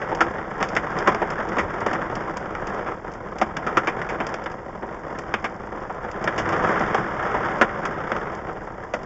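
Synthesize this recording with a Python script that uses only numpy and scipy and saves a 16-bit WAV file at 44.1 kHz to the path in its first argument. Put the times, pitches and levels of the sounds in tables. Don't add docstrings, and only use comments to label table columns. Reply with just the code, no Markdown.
import sys
import numpy as np
from scipy import signal
from scipy.fft import rfft, irfft
from scipy.io import wavfile

SR = 44100
rng = np.random.default_rng(int(sys.argv[2]) if len(sys.argv) > 2 else 0)


def file_out(sig):
    cols = np.atleast_2d(sig).T
    lim = np.clip(cols, -1, 1)
    pcm = np.round(lim * 32767).astype(np.int16)
    wavfile.write(sys.argv[1], SR, pcm)


N = 399105
TIME = np.arange(N) / SR


def undb(db):
    return 10 ** (np.asarray(db) / 20)


def unit(x):
    return x / np.sqrt(np.mean(x ** 2) + 1e-20)


def add(out, start_s, x):
    i = max(int(start_s * SR), 0)
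    out[i:i + len(x)] += x[:max(len(out) - i, 0)]


def spectrum_db(points, hz):
    freq_hz, level_db = np.transpose(points)
    return np.interp(np.log(hz + 1), np.log(freq_hz), level_db)


# freq_hz, level_db
CABIN_TONE = [(60, -16.5), (110, -4.5), (190, -0.5), (290, -5), (410, -2), (540, -1), (900, -2),
              (1350, 0.5), (1950, -5), (2250, -12), (2640, -20.5), (3400, -21.5), (4050, -30), (6600, -26),
              (7600, -32)]
# freq_hz, width_hz, gain_db
CABIN_MODES = [(219.3, 24, 4.5), (333.4, 26, 6), (490, 23, 3.5), (760, 61, 3.5), (847, 68, -4.5),
               (1198, 28, 1.5), (1310, 30, 1.5), (1543, 81, -3.5), (1630, 71, 1), (5150, 940, 9)]


def cabin(band, size=4096, order=12):
    low_hz, high_hz = band
    hz = np.arange(size // 2 + 1) * SR / size + 1
    db = spectrum_db(CABIN_TONE, hz)
    for freq_hz, width_hz, gain_db in CABIN_MODES:
        db = db + gain_db / (1 + (2 * (hz - freq_hz) / width_hz) ** 2)
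    low_edge = 1 + (low_hz / hz) ** (2 * order)
    high_edge = 1 + (hz / high_hz) ** (2 * order)
    db = db - 10 * np.log10(low_edge * high_edge)
    cepstrum = irfft(np.log(undb(db) + 1e-4))
    cepstrum[1:size // 2] *= 2
    cepstrum[size // 2 + 1:] = 0
    return irfft(np.exp(rfft(cepstrum)))[:size // 2]


def ring(decay_s, build, crack, tail_db, tail_s, size=4096):
    t = np.arange(size) / SR
    panel = np.exp(-t / decay_s) * (1 - np.exp(-t / (build * decay_s + 1e-5)))
    echoes = undb(tail_db) * np.exp(-t / tail_s) * (1 - np.exp(-t / 0.0026))
    return crack * (t == 0) + rng.standard_normal(size) * np.hypot(panel, echoes)


def resonate(x, hz, q, boost_db):
    return x + undb(boost_db) * signal.lfilter(*signal.iirpeak(hz, q, fs=SR), x)


# start_s, strength_db
GUST_POINTS = [(0.0, -30), (0.5, -31), (0.66, -31), (0.78, -29), (1.11, -27), (1.36, -29), (1.53, -29),
               (1.89, -27), (2.34, -32), (2.79, -30), (3.0, -35), (3.12, -36), (3.28, -36), (3.65, -31),
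               (4.31, -31), (4.61, -36), (4.84, -36), (5.34, -33), (5.72, -36), (5.95, -34), (6.4, -28),
               (6.5, -25), (6.6, -24), (6.75, -23), (7.08, -27), (7.49, -25), (7.66, -29), (7.84, -30),
               (8.22, -29.5), (8.57, -35.5), (9.05, -35.5)]
USUAL_DB = -31


def downpour():
    return np.interp(TIME, *np.transpose(GUST_POINTS)) - USUAL_DB


# low_hz, high_hz
RAIN_RANGES = [(90, 1000), (1000, 4000), (2900, 8000)]
# level_db at usual strength, growth (dB per dB of gust), decay_s,
# scatter_db of drop sizes
RAIN_LAYERS = [(-31, .85, 0.0058, 4), (-35, 1.22, .0042, 4.5), (-59, 1.17, 0.0023, 5.5)]
DROPS_PER_S, DROPS_GROWTH = 1250, .85


def rain(colours, gust_db, count=18):
    rate = DROPS_PER_S * undb(DROPS_GROWTH * gust_db)
    layers = np.zeros((len(colours), N))
    for _ in range(count):
        lands = np.flatnonzero(rng.random(N) < rate / count / SR)
        weight = np.minimum(rng.standard_exponential(len(lands)), 4.2)
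        pitch_hz = 1100 * 2 ** rng.uniform(-0.64, 1)
        for layer, colour, (_, _, decay_s, scatter_db) in zip(layers, colours, RAIN_LAYERS):
            splash_db = 2.1 * rng.standard_normal(len(lands))
            sign = rng.choice([-1, 1], len(lands))
            blows = np.zeros(N)
            blows[lands] = undb(scatter_db * weight + splash_db) * sign
            spot = ring(decay_s, build=0.13, crack=4.46, tail_db=-9, tail_s=0.016)
            spot = resonate(spot, pitch_hz, q=4.8, boost_db=-4)
            drop = unit(signal.fftconvolve(spot, colour))
            layer += signal.oaconvolve(blows, drop)[:N]
    out = np.zeros(N)
    for layer, (level_db, growth, _, _) in zip(layers, RAIN_LAYERS):
        steady = unit(layer / np.sqrt(rate))
        out += steady * undb(level_db + growth * gust_db)
    return out


def spray(colour, level_db=-68.5):
    return unit(signal.oaconvolve(rng.standard_normal(N), colour)[:N]) * undb(level_db)


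# freq_hz, level_db
RUMBLE_TONE = [(12, -21.5), (25, -2.5), (36, -6), (55, -3.5), (75, -8.5), (120, -12), (250, -22.5),
               (600, -52.5)]


def rumble(gust_db, level_db=-43.5, growth=.25):
    hz = np.arange(N // 2 + 1) * SR / N
    noise = rfft(rng.standard_normal(N))
    shaped = irfft(noise * undb(spectrum_db(RUMBLE_TONE, hz)), N)
    return unit(shaped) * undb(level_db + growth * gust_db)


GRIT_PER_S, GRIT_DB, GRIT_SCATTER_DB, GRIT_RING_S = 52, -69, 5.5, 0.002


def grit(colour, count=8):
    out = np.zeros(N)
    for _ in range(count):
        lands = rng.random(N) < GRIT_PER_S / count / SR
        sizes = undb(GRIT_SCATTER_DB * np.minimum(rng.standard_exponential(N), 2.5))
        spot = ring(GRIT_RING_S, build=.08, crack=4, tail_db=-14.5, tail_s=.012)
        grain = unit(signal.fftconvolve(spot, colour))
        out += signal.oaconvolve(lands * sizes, grain)[:N]
    return unit(out) * undb(GRIT_DB)


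def strike(colour, level_db, decay_s, build, pitch_hz):
    blow_samples = .025 * SR
    spot = ring(max(decay_s, .001), build, crack=4.7, tail_db=-16.0, tail_s=0.02)
    hit = signal.fftconvolve(resonate(spot, pitch_hz, q=7.6, boost_db=1.5), colour)
    return hit * np.sqrt(blow_samples / np.sum(hit ** 2)) * undb(level_db)


# start_s, strength_db, hardness (tilt in dB per octave), decay_s,
# pitch_hz of the struck spot
HAILSTONES = [(0.0155, -38, -2, 0.01, 1700), (0.1163, -35.5, -4, 0.012, 900), (0.2065, -21, 1, 0.012, 1380),
              (0.603, -31, -1, 0.022, 1090), (0.6274, -27, 4, 0.0018, 750), (0.765, -25.5, 2, 0.008, 1960),
              (1.0736, -20, 0.2, 0.013, 1060), (1.1467, -32, 2.5, 0.002, 695),
              (1.218, -30.5, -2.5, 0.01, 860), (1.568, -32.5, -2, 0.0068, 1090),
              (1.584, -25.5, 0.3, 0.015, 2150), (1.8633, -28.5, 1, 0.0068, 710),
              (1.9308, -32.5, 3, 0.0076, 517), (2.551, -39, 0.5, 0.003, 2140),
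              (2.862, -34.5, -2, 0.034, 1360), (3.4142, -24, 0.6, 0.01, 716),
              (3.568, -37, 6.5, 0.0043, 1600), (3.6659, -30.5, 0, 0.017, 1280),
              (3.7707, -22, 1, 0.0083, 1440), (3.8723, -26, -0.1, 0.012, 2400),
              (4.016, -36, 0.5, 0.0054, 1890), (4.0898, -37.5, 3, 0.013, 2350),
              (4.2021, -31, -2.5, 0.012, 2430), (4.3407, -34, 4, 0.0043, 630),
              (4.4596, -35.5, -0.5, 0.0084, 1970), (4.823, -43, -6.5, 0.017, 1760),
              (5.3395, -27.5, 0.7, 0.0045, 2430), (5.443, -30, 0.7, 0.012, 2270),
              (5.7484, -46, -5, 0.01, 1200), (5.897, -41, -2.5, 0.0099, 1050),
              (6.2748, -27.5, 0, 0.0095, 1630), (6.379, -26.5, 3.5, 0.02, 630),
              (6.523, -28.5, -0.5, 0.025, 1120), (6.639, -31, -1, 0.017, 1180),
              (6.672, -33.5, -1.5, 0.0081, 1210), (6.806, -40.5, -5.5, 0.0053, 760),
              (6.9452, -26.5, 1, 0.0076, 800), (7.3426, -32.5, -2, 0.012, 950),
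              (7.6126, -18.5, -1, 0.011, 1510), (7.8525, -33.5, 4, 0.0088, 1200),
              (8.1176, -31, 0, 0.004, 1180), (8.1639, -36.5, 1, 0.0045, 1320),
              (8.4869, -41, -3.5, 0.018, 1220), (8.9372, -29.5, 2, 0.0082, 616)]
# low_hz, high_hz
ICE_RANGES = [(200, 1000), (1000, 2300), (2300, 3900), (3900, 8000)]
# level_db added to its strength, build (share of decay_s)
STONE_LAYERS = [(3, .25), (-1.5, 0.22), (-9.5, 0.11), (-18, 0.062)]
SPOT_DB, SPOT_OCTAVES, PIVOT_HZ = 8, 1.04, 1480


def hail(colours):
    out = np.zeros(N)
    centres_hz = np.sqrt(np.prod(ICE_RANGES, axis=1))
    for start_s, strength_db, tilt_db, decay_s, pitch_hz in HAILSTONES:
        for colour, hz, (layer_db, build) in zip(colours, centres_hz, STONE_LAYERS):
            spot_db = SPOT_DB * np.exp(-(np.log2(hz / pitch_hz) / SPOT_OCTAVES) ** 2)
            hard_db = tilt_db * np.log2(hz / PIVOT_HZ)
            level_db = strength_db + layer_db + spot_db + hard_db
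            add(out, start_s, strike(colour, level_db, decay_s, build, pitch_hz))
    return out


# start_s, strength_db
ICE_PELLETS = [(0.149, -46), (0.688, -46), (0.751, -45.5), (0.9874, -41.5), (1.303, -45.5), (1.488, -51),
               (1.804, -52.5), (2.1535, -45), (2.37, -44), (2.6703, -47.5), (3.117, -58), (3.137, -56),
               (3.3848, -47), (4.2668, -43), (4.291, -54), (4.439, -53), (4.517, -55.5), (5.1872, -47),
               (6.114, -51), (6.241, -44), (6.49, -46.5), (6.795, -48), (8.3498, -54), (9.032, -56)]
PELLET_DB = (8, 3.5, 1, 0.46)
GLASS_RING_S, GLASS_HZ = 0.0045, 458


def pellets(colours):
    out = np.zeros(N)
    for start_s, strength_db in ICE_PELLETS:
        for colour, layer_db in zip(colours, PELLET_DB):
            hit = strike(colour, strength_db + layer_db, GLASS_RING_S, build=.08, pitch_hz=GLASS_HZ)
            add(out, start_s, hit)
    return out


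# peak_s, pitch_hz, level_db, length_s (from the peak down to 1/e)
BODY_THUMPS = [(1.64, 80, -31.5, 0.021), (3.58, 168, -31.5, 0.018), (6.457, 93, -36.5, 0.067),
               (7.001, 157, -30, 0.028)]


def thumps():
    out = np.zeros(N)
    for peak_s, pitch_hz, level_db, length_s in BODY_THUMPS:
        edges_hz = [pitch_hz * .8, pitch_hz * 1.25]
        band = signal.butter(2, edges_hz, "band", fs=SR, output="sos")
        body = signal.sosfilt(band, rng.standard_normal(N))
        swell = np.exp(-((TIME - peak_s) / length_s) ** 2)
        body_rms = np.sqrt(np.average(body ** 2, weights=swell ** 2))
        out += body * swell * undb(level_db) / body_rms
    return out


def scene():
    gust_db = downpour()
    rain_colours = [cabin(band) for band in RAIN_RANGES]
    ice_colours = [cabin(band) for band in ICE_RANGES]
    glass = ice_colours[-1]
    water = rain(rain_colours, gust_db) + spray(glass)
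    storm = rumble(gust_db) + thumps()
    ice = grit(glass) + hail(ice_colours) + pellets(ice_colours)
    return (water + storm + ice)[None]


def record(dry):
    ceiling, notch_hz, top_hz = .68, 4000, 7650
    rounded = dry / (1 + (dry / ceiling) ** 4) ** .25
    notched = signal.lfilter(*signal.iirnotch(notch_hz, 3.3, fs=SR), rounded)
    return signal.sosfilt(signal.ellip(10, .3, 70, top_hz, fs=SR, output="sos"), notched)


dry = scene()
out = record(dry)
file_out(out)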